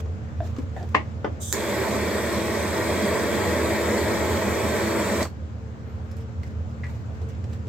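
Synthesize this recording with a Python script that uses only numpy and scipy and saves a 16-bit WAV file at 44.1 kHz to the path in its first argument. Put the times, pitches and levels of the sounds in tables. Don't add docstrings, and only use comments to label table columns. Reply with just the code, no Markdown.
import sys
import numpy as np
from scipy import signal
from scipy.fft import rfft, irfft, next_fast_len
from scipy.io import wavfile
from scipy.ndimage import uniform_filter1d, map_coordinates

SR = 44100
rng = np.random.default_rng(int(sys.argv[2]) if len(sys.argv) > 2 else 0)


def pcm_store(signal):
    levels = np.round(np.clip(np.atleast_2d(signal), -1, 1) * 32767)
    wavfile.write(sys.argv[1], SR, levels.astype(np.int16).T)


def amplitude_ratio(level_db):
    exponent = np.asarray(level_db, float) / 20
    return 10 ** exponent


N = 339035
T = np.arange(N) / SR

# t/s, level/dB
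FLAME = [(1.53, -27), (1.85, -25), (2.6, -26.5), (3.05, -24), (3.3, -24.5), (3.8, -24), (4.3, -25),
         (4.6, -24.5), (4.9, -24.5), (5.23, -24.5)]
# f/Hz, correlation
ALIKE_FLAME = [(150, .5), (210, .97), (650, .95), (780, .7), (950, .93), (1400, .7), (2100, .92),
               (2900, .5), (3350, .85), (4000, .7), (4600, .8), (6500, .55), (8300, .7), (13000, .5)]
# f/Hz, correlation
ALIKE_ROOM = [(60, 1), (110, 0.88), (170, 0.35), (250, 0.91), (450, 0.9), (700, 0.81), (1200, 0.27),
              (2400, .3), (4400, 0.082)]


def unit(x):
    return x / np.sqrt(np.mean(x ** 2) + 1e-20)


def along(points, hz):
    f, *columns = np.transpose(points)
    return np.array([np.interp(np.log(hz + 1), np.log(f + 1), column) for column in columns])


def colour(points, hz):
    low_edge = np.clip(hz / points[0][0], 0, 1) ** 8
    high_edge = np.clip(hz / points[-1][0], 1, 9) ** 8
    return amplitude_ratio(along(points, hz)) * low_edge / high_edge


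def peak(hz, centre_hz, width_hz):
    return 1 / (1 + ((hz - centre_hz) / width_hz) ** 2)


def wobble(rate, size=N):
    knots = rng.standard_normal(int(size * rate / SR) + 4)
    return map_coordinates(knots, [np.arange(size) * rate / SR])


def filtered(x, response):
    m = next_fast_len(x.shape[-1] + 8192)
    spectrum = rfft(x, m) * response(np.fft.rfftfreq(m, 1 / SR))
    return irfft(spectrum, m)[..., :x.shape[-1]]


def patches(shape, bands, frames):
    field = uniform_filter1d(rng.standard_normal(shape), size=bands, axis=-2)
    return unit(uniform_filter1d(field, size=frames, axis=-1))


def rush(gain, alike, patchy_db, size=N, lead=((1, 0),)):
    z = signal.stft(rng.standard_normal((2, size + 512)), nperseg=512)[2]
    z = z * amplitude_ratio(patchy_db * patches(z.shape[1:], 6, 12))
    pair = signal.istft(z, nperseg=512)[1][:, :size]

    def split(hz):
        turn = np.arccos(np.clip(along(alike, hz)[0], -1, 1)) / 2
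        return np.array([np.cos(turn), np.sin(turn)])

    def shift(hz):
        return np.exp(np.array([[-.5j], [.5j]]) * along(lead, hz))

    mid, side = filtered(pair, split)
    return unit(filtered(np.array([mid + side, mid - side]), lambda hz: gain(hz) * shift(hz)))


def moving(x, depth_db):
    z = signal.stft(x, nperseg=1024)[2]
    z = z * amplitude_ratio(depth_db * patches(z.shape, 4, 70) - .115 * depth_db ** 2)
    return signal.istft(z, nperseg=1024)[1][:, :N]


def add(out, s, x):
    part = out[:, round(s * SR):][:, :x.shape[1]]
    part += x[:, :part.shape[1]]


def echoes(x, wet_db):
    # f/Hz, time to fall 60 dB/s
    room = [(200, 0.31), (1000, 0.16), (4000, 0.17), (12000, 0.14)]
    hz, t, z = signal.stft(rng.standard_normal((2, SR // 4)), SR, nperseg=256)
    decay_db = -60 * t / along(room, hz)[0][:, None]
    tail = signal.istft(z * amplitude_ratio(decay_db), SR, nperseg=256)[1]
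    wet = signal.fftconvolve(x, tail / np.linalg.norm(tail[0]), axes=1)[:, :x.shape[1]]
    late = round(0.0033 * SR)
    return x + amplitude_ratio(wet_db) * np.pad(wet, ((0, 0), (late, 0)))[:, :x.shape[1]]


def torch():
    comb = np.array([wobble(1400, size=SR // 2), wobble(1400, size=SR // 2)])

    def ripple(hz, depth_db):
        return amplitude_ratio(depth_db * comb[:, np.minimum(hz, SR // 2 - 1).astype(int)] * (hz > 1100))

    return flame(ripple) + unlit_gas(ripple)


def flame(ripple):
    # f/Hz, left level/dB, right level/dB
    roar_colour = [(154, -18.5, -19.5), (204.8, -3.5, 0), (258, -10.5, -8), (414, -4, -2.5), (608, -5, -6),
                   (800, -32, -12.5), (921, -9.5, -9.5), (1163, -16.5, -12), (1330, -15, -41),
                   (1468, -29.5, -13), (1637, -11, -22.5), (1770, -12.5, -16), (2366, -15.5, -17.5),
                   (2694, -27, -33.5)]
    # f/Hz, left level/dB, right level/dB
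    jet_colour = [(2300, 11, -2), (2540, -14.5, -11.5), (3340, -6.5, -7), (4250, -11, -5.5),
                  (4850, -9, -14.5), (5600, -18.5, -9), (6830, -15, -9.5), (7940, -10.5, -0.5),
                  (8210, -0.5, -26), (8980, -19, -27.5), (9700, -22.5, -22.5), (11540, -18, -20.5),
                  (12560, -13, -12.5), (15750, -25, -21.5)]
    # f/Hz, width/Hz, left level/dB, right level/dB
    standing = [(210, 18, 3.5, 2.5), (288, 6.7, 4.5, -7), (331.6, 4.2, 12.5, 5.5), (363.5, 5.8, -1.5, -1),
                (391, 10.3, -1.5, 4.5), (443, 8.4, -0.5, 6), (456.5, 5.8, -16, -20), (530, 6.5, -3.5, -20),
                (572.2, 3.4, 6.5, 10), (623, 16.6, -2.5, -4), (636.5, 24, 7, 7.5), (703, 11, 18, -6),
                (710, 13, -14, 5), (843.3, 5, 18, 7.5), (868, 18, 6.5, -6), (918, 6.5, -10, -13),
                (905.6, 7.2, 5, 7), (1065, 6.8, 0.5, 1), (1298, 8.9, 8.5, -3), (1402, 14.6, 6.5, 14.5),
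                (1557, 13, 0, 11), (1694, 27, -3.5, -5), (1910, 42, 3, 3), (2040, 8.8, -9, 0),
                (2510, 15, -7, -19), (2552, 23, 4.5, 8.5), (5300, 69, 7, 8.5), (6320, 150, -9, 5.5),
                (6600, 180, 8, -4), (7630, 170, 5.5, -5)]
    # f/Hz, lead of the right side/radians
    lead_flame = [(2550, 0), (2850, 1.4), (3400, .4), (3650, 1.6), (3900, .3), (4080, 3), (4700, 0),
                  (5150, 3), (5400, 2), (6250, 3), (7000, 6.3), (7700, 8.9), (8400, 9.5), (8900, 11),
                  (10500, 10.5)]

    strength_db = np.interp(T, *np.transpose(FLAME))
    swing_db = strength_db - np.mean(FLAME, axis=0)[1]
    burn_db = np.array([strength_db, -39.5 + 0.54 * swing_db, -48 + 0.77 * swing_db])
    lit_s, starve_s = 1.528, 5.225
    catch = np.clip((T - lit_s) / .007, 0, 1)
    fill_out = 1 - .4 * np.exp(-np.clip(T - lit_s, 0, 9) / .025)
    fade_db = np.clip(T - starve_s, 0, 1) * np.array([[-470], [-380], [-330]])
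    roar_gain, hiss_gain, top_gain = amplitude_ratio(burn_db + fade_db) * catch * fill_out

    def modes(hz):
        return amplitude_ratio(sum(np.outer([left, right], np.exp(-.5 * ((hz - centre) / width) ** 2))
                       for centre, width, left, right in standing))

    def roar_shape(hz):
        return colour(roar_colour, hz) * modes(hz) * ripple(hz, 0.85)

    def jet_shape(hz):
        return colour(jet_colour, hz) * modes(hz) * ripple(hz, 1.5)

    flicker = 0.07 * wobble(17) + 0.12 * wobble(60)
    roar = amplitude_ratio(flicker) * rush(roar_shape, ALIKE_FLAME, patchy_db=0.73, lead=lead_flame)
    hiss = rush(lambda hz: jet_shape(hz) * (hz > 2600) * (hz < 8800), ALIKE_FLAME, 1.1, lead=lead_flame)
    top = rush(lambda hz: jet_shape(hz) * (hz >= 8800), ALIKE_FLAME, 1.1, lead=lead_flame)
    jet = moving(hiss_gain * hiss + amplitude_ratio(0.8) * top_gain * top, depth_db=2.2)
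    return amplitude_ratio(0.5) * roar_gain * roar + amplitude_ratio(2.4 * flicker + 3.0) * jet


def unlit_gas(ripple):
    # f/Hz, left level/dB, right level/dB
    nozzle = [(2800, -23, -21), (3630, -0.5, -7.5), (4270, -16, -24), (4800, -12, -7), (5400, -17, -9),
              (6330, -14, -2), (7660, -2, -0.5), (7950, -14, -4), (8330, 1, -20), (9300, -9.5, -16),
              (10500, -27, -23), (13000, -12, -15), (15500, -25, -24)]
    # f/Hz, width/Hz, level/dB
    whistles = [(3500, 120, -0.5), (4400, 230, -6), (5300, 200, -3), (6270, 60, 6), (7250, 60, 7),
                (8170, 70, 2), (8400, 60, 5), (13000, 150, 2)]
    valve_s, open_s, lit_s = 1.396, 0.026, 1.52
    opened = np.clip((T - valve_s) / open_s, 0, None)
    surge_db = 2.5 * np.exp(1 - np.maximum(opened, 1))
    fade_db = 110 * np.clip(T - lit_s, 0, 2)
    flow = np.minimum(opened, 1) ** 1.5 * amplitude_ratio(-39 + surge_db - fade_db)

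    def sings(hz):
        return amplitude_ratio(sum(db * np.exp(-.5 * ((hz - centre) / width) ** 2) for centre, width, db in whistles))

    hiss = rush(lambda hz: colour(nozzle, hz) * sings(hz) * ripple(hz, 1), [(5000, 0.19)], patchy_db=1.5)
    return amplitude_ratio(2.5) * flow * hiss


def snaps():
    # t/s, level/dB, time to fall 60 dB/s, low ring f/Hz, high ring f/Hz
    events = [
        (1.5266, -13.5, .01, 3900, 7100),
        (5.2272, -21, .018, 5450, 7860),
    ]
    # f/Hz, left level/dB, right level/dB
    spark = [(800, -35, -32), (1520, 9, -6), (2500, -28, -25), (3800, -3.5, -6), (5000, -14, -8),
             (7100, -10, 3), (8650, -12, -13), (9700, -19, -18), (13000, -8, -8), (15500, -11, -11)]
    # f/Hz, left level/dB, right level/dB
    valve = [(2500, -14, -14), (4300, -4, -4), (5450, -5, -3), (6590, -9, -7), (7800, 0, -3),
             (9800, -24, -22), (12500, -15, -14), (15500, -18, -18)]
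    rises = [.0001, .002]
    out, t = np.zeros((2, N)), T[:SR // 4]
    for (s, db, t60, low_hz, high_hz), spectrum, rise in zip(events, [spark, valve], rises):
        shape = amplitude_ratio(db - 60 * t / t60) * np.clip(t / rise, 0, 1)
        crack = rush(lambda hz: colour(spectrum, hz), [(5000, .5)], patchy_db=0, size=len(t))
        ring = .45 * np.sin(2 * np.pi * low_hz * t) + .5 * np.sin(2 * np.pi * high_hz * t)
        add(out, s, echoes(shape * crack, wet_db=-1.5) + shape * ring * amplitude_ratio([[-3], [2]]))
    return out


def knocks():
    # main blow t/s, level/dB, brightness/dB per octave, rise/s, puff level/dB
    blows = [
        (0.9485, -9, 2, 0.0046, -1.5),
        (1.2456, -19.5, 0.5, 0.0015, -2),
    ]
    # f/Hz, level/dB, time to fall 60 dB/s
    body_modes = [
        [(300, -11, 0.1), (419, -9, 0.03), (620, -14, 0.07), (755, -15, 0.07), (1128, 1, 0.018),
         (1740, -12, 0.045), (2150, -2, 0.016), (2840, -19, .04), (3570, -19, .03), (4600, -22, .012)],
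        [(212, -12, .12), (303, -7, 0.1), (445, -6, 0.06), (550, 0, 0.035), (700, -7, 0.03), (1000, -3, .022),
         (1300, -14, .025), (1840, -18, 0.02), (2200, -19, .015), (2550, -24, .025), (3450, -21, .01)],
    ]
    # time before the main blow/s, level under it/dB, direction
    contacts = [
        [(.004, -15, -1), (.0019, -7, -1), (0, 0, -1)],
        [(.001, -10, -1), (0, 0, 1)],
    ]
    # f/Hz, left level/dB, right level/dB
    puff_colour = [(200, -16, -22), (305, 3, 5), (597, -5, -3.5), (790, -3.5, -1.5), (1160, -10, -7),
                   (1410, -12, -15), (2090, -12.5, -15.5), (2800, -24.5, -23), (3970, -34, -30.5),
                   (7100, -44, -44), (9000, -57, -63), (12000, -73, -66)]
    contact_s, right_late_s = .00022, .00015
    out, t = np.zeros((2, N)), T[:SR // 3]
    late = np.clip(t - np.array([[0], [right_late_s]]), 0, 1)
    low_cut = signal.butter(2, 190, 'high', fs=SR, output='sos')
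    for (s, db, tilt_db, rise, puff_db), modes, touches in zip(blows, body_modes, contacts):
        body, first = np.zeros((2, len(t))), touches[0][0]
        for early, under_db, way in touches:
            ring = 0
            for hz, level, t60 in modes:
                rough = 0.2 * wobble(200, size=len(t)) * np.minimum(late / .004, 1)
                ring = ring + amplitude_ratio(level - 60 * late / t60) * np.sin(2 * np.pi * hz * late + rough)
            onset = (1 - np.exp(-late / contact_s)) ** 2
            add(body, first - early, way * amplitude_ratio(under_db) * ring * onset)
        body = signal.sosfilt(low_cut, body)
        add(out, s - first, amplitude_ratio(db + 3) * echoes(body * amplitude_ratio([[2.5], [-2.5]]), wet_db=-9))

        def puff_shape(hz):
            return colour(puff_colour, hz) * amplitude_ratio(tilt_db * np.log2(hz / 300 + .1))

        puff = rush(puff_shape, ALIKE_FLAME, patchy_db=2.9, size=len(t))
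        swell = np.clip(t / rise, 0, 1) ** 2.0 * amplitude_ratio(-60 * t / 0.072)
        add(out, s - rise, amplitude_ratio(db + puff_db) * echoes(swell * puff, wet_db=-1.5))
    return out


def first_contact(t):
    return np.clip(t / .0005, 0, 1) * (1 + 1.1 * amplitude_ratio(-60 * t / .012))


def ticks():
    # t/s, crack level/dB, thud level/dB, weight (middle) level/dB
    events = [(0.0572, -53, 14, 8), (0.473, -46.5, 11, 4), (0.564, -42.5, -9, 0.5), (0.5851, -43, 10, 4),
              (0.8287, -47, 14, 0), (0.8894, -51, 2, -13), (6.114, -51, -9, -15), (6.1672, -48.5, -1, -12),
              (6.4326, -45.5, -2, -3), (5.252, -38, -2, 10), (6.84, -45, 1, 4), (6.866, -48, -5, 2),
              (7.218, -53, 13, -6), (7.288, -53, 4, -14), (7.349, -58, 14, 8), (7.441, -43.5, 0, -1),
              (7.5316, -46, -2, 3), (7.67, -50.5, 16.5, -2)]
    band_t60 = [0.052, 0.24, 0.13, .07]
    # f/Hz, left level/dB, right level/dB
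    sparkle = [(4600, -13, -10), (5300, -3, -1), (7000, 2, 1), (9000, -4, -6), (11000, -1, 2),
               (12500, -3, -7), (14200, 1, 1), (15500, -7, -6)]
    bands = [lambda hz: peak(hz, 4600, 2900) * (hz < 8700),
             lambda hz: peak(hz, 440, 80),
             lambda hz: peak(hz, 1050, 810),
             lambda hz: colour(sparkle, hz)]
    out, t = np.zeros((2, N)), T[:SR // 5]
    for s, db, thud_db, weight_db in events:
        sparkle_db = -20 - 1.24 * weight_db
        for band, t60, rel_db in zip(bands, band_t60, [0, thud_db, weight_db, sparkle_db]):
            noise = rush(band, ALIKE_FLAME, patchy_db=1.5, size=len(t))
            add(out, s, first_contact(t) * amplitude_ratio(db + rel_db - 7.5 - 60 * t / t60) * noise)
    return out


def bumps():
    # t/s, level/dB, main resonance f/Hz, slide length/s
    events = [
        (0.404, -39, 670, 0.055),
        (0.764, -39, 734, 0.085),
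    ]
    # f/Hz, width/Hz, level/dB
    hollow = [(340, 48, -2.5), (1730, 140, -16.5), (2550, 120, -33), (3620, 160, -26), (6900, 270, -36)]
    out, t = np.zeros((2, N)), T[:SR // 5]
    for s, db, low_hz, length in events:
        def cavity(hz):
            others = sum(amplitude_ratio(level) * peak(hz, centre, width) for centre, width, level in hollow)
            return peak(hz, low_hz, 86) + others

        stop_db = 690 * np.clip(t - length, 0, 1)
        shape = first_contact(t) * amplitude_ratio(db - stop_db - 60 * t) * (1 + amplitude_ratio(-60 * t / 0.1))
        add(out, s, shape * rush(cavity, ALIKE_FLAME, patchy_db=2.0, size=len(t)))
    return out


def pings():
    # t/s, level/dB, f/Hz, time to fall 60 dB/s
    parts = [(.5635, -45, 1170, .05), (.585, -25.5, 273, 0.059), (.5855, -42, 1155, .04),
             (0.7644, -42.5, 1770, .12), (6.113, -53, 5300, 0.048), (6.433, -43.5, 2060, 0.034),
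             (6.8346, -35.5, 1964, 0.11), (7.441, -55, 2500, .05)]
    out, t = np.zeros((2, N)), T[:SR // 5]
    for s, db, hz, t60 in parts:
        def close_modes(f):
            return peak(f, hz, 0.13 * hz) + 0.15 * peak(f, 1.24 * hz, 0.063 * hz)

        ring = 0.77 * rush(close_modes, ALIKE_FLAME, patchy_db=-1.0, size=len(t))
        ring = ring + 0.89 * np.sin(2 * np.pi * hz * t)
        add(out, s, echoes(ring * amplitude_ratio(db - 60 * t / t60), wet_db=-3.0))
    return out


def cloth():
    # loudest t/s, level/dB, rise/s, fall/s
    strokes = [(.004, -58.5, 0.011, 0.018), (.446, -68.5, 0.074, 0.22), (.596, -73, 0.083, .12),
               (.776, -68, 0.054, 0.31), (.89, -80, 0.024, 0.18), (6.21, -74, 0.35, 0.075),
               (6.44, -67.5, .03, .12), (6.694, -77, .1, .13), (6.9, -68.5, 0.14, 0.25),
               (7.154, -79, .05, .08), (7.218, -75, .012, .1), (7.295, -70.5, .01, 0.097),
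               (7.534, -68, .14, .1), (7.688, -70, .05, .1)]
    # f/Hz, left level/dB, right level/dB
    cloth_colour = [(300, 20, 24), (1000, 16, 21.5), (3000, 10, 10.5), (7750, 5.5, 10), (9200, -2, -8),
                    (12000, -7, 1), (14200, 4, -4), (15600, -4, -1)]
    # centre t/s, half length/s, level/dB, f/Hz, width/Hz
    drag = (5.9, -0.3, -56, 1300, 600)
    s, half, db, centre_hz, width_hz = drag
    drag_noise = rush(lambda hz: peak(hz, centre_hz, width_hz), ALIKE_ROOM, patchy_db=2.2)
    dragging = amplitude_ratio(db) * np.exp(-((T - s) / half) ** 2) * drag_noise
    rub = 0
    for s, db, rise, fall in strokes:
        away = np.clip(np.maximum((s - T) / rise, (T - s) / fall), 0, 9)
        rub = rub + amplitude_ratio(db - 26.5 * away)
    rub = amplitude_ratio(18 + 2.7 * wobble(65)) * rub
    return dragging + rub * rush(lambda hz: colour(cloth_colour, hz), ALIKE_ROOM, patchy_db=2.0)


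def squeaks():
    # t/s, length/s, level/dB
    events = [
        (5.815, 0.18, -84),
        (6.02, .08, -85),
    ]
    top_hz, sag_hz, crest = 12400, 2400, .62
    out = np.zeros((2, N))
    for s, length, db in events:
        u = np.arange(round(length * SR)) / (length * SR)
        hz = top_hz - sag_hz * (u - crest) ** 2 + 130 * wobble(160, size=len(u))
        level = np.sin(np.pi * u) ** 1.2 * amplitude_ratio(db + 8 + 2.5 * wobble(70, size=len(u)))
        tone = level * np.sin(2 * np.pi * np.cumsum(hz) / SR)
        add(out, s, tone * amplitude_ratio([[0.2], [-0.2]]))
    return out


def ventilation():
    # t/s, level/dB
    fan = [(0, -30.5), (.7, -31.5), (1.2, -33), (2.4, -35), (3.3, -31.5), (4.9, -31), (5.6, -34.5),
           (6.3, -32), (6.7, -30.5), (7.69, -32)]
    # f/Hz, left level/dB, right level/dB
    rumble_colour = [(40, -30, -26), (64, -22, -28), (75.8, -12, -13), (81.3, 4.5, 5.5),
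                     (101.4, -8.5, -5.5), (110, -5, -1.5), (139, -11.5, -13), (166, -20.5, -28)]
    # f/Hz, left level/dB, right level/dB
    air_colour = [(125, -17, -28), (199, -26, -12.5), (257, -19, -27), (387, -31.5, -28), (527, -26, -29),
                  (770, -31.5, -33.5), (1500, -36, -38), (2420, -43, -47.5), (4900, -56, -51),
                  (7470, -55, -53), (9300, -71, -77), (15500, -71, -68)]
    # f/Hz, lead of the right side/radians
    lead_room = [(400, -1), (700, 1.37), (1400, 2.5), (2500, 5)]
    # multiple of the shaft rate, level/dB
    orders = [(2, -38), (3, -45.5), (4, -55), (5, -52), (6, -45.5), (8, -56.5), (9, -77), (10, -62),
              (14, -59.5)]
    # centre t/s, half length/s, rise/dB
    blade_swells = [(.2, 0.25, 5.5), (5.75, .15, 7), (6.22, 0.25, 6.5), (6.59, .05, 6), (7.41, 0.24, 4),
                    (7.68, .04, 8)]
    shaft_hz, blade_hz = 37.6, 442.6

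    rumble = rush(lambda hz: colour(rumble_colour, hz), ALIKE_ROOM, patchy_db=0.0)
    rumble = amplitude_ratio(np.interp(T, *np.transpose(fan)) - 1.0) * rumble
    shut = FLAME[-1][0]
    air_db = -42 - 2 * (T > shut) * np.exp(-((T - shut) / 2) ** 2)
    air = rush(lambda hz: colour(air_colour, hz), ALIKE_ROOM, patchy_db=1.0, lead=lead_room)
    turns = shaft_hz * T + 0.0017 * wobble(4.9)
    hum = sum(amplitude_ratio(db + 1.5 + 1.8 * wobble(4)) * np.sin(2 * np.pi * k * turns) for k, db in orders)
    blade_db = -57.5 + sum(db * np.exp(-((T - s) / half) ** 4) for s, half, db in blade_swells)
    flutter_db = 4 * wobble(14) - 3
    blade = np.sin(2 * np.pi * (blade_hz * T + 0.4 * wobble(10.5)))
    blade = amplitude_ratio(blade_db + 4.5 + flutter_db) * blade
    return rumble + amplitude_ratio(air_db) * air + (hum + blade) * amplitude_ratio([[-.8], [.8]])


def scene():
    handling = ticks() + bumps() + pings() + cloth()
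    return torch() + snaps() + knocks() + handling + squeaks() + ventilation()


def low_pass(x):
    return signal.sosfilt(signal.butter(12, 15830, fs=SR, output="sos"), x)


def record(dry):
    mix = filtered(dry, lambda hz: hz < 15800)
    return low_pass(mix)


dry = scene()
out = record(dry)
pcm_store(out)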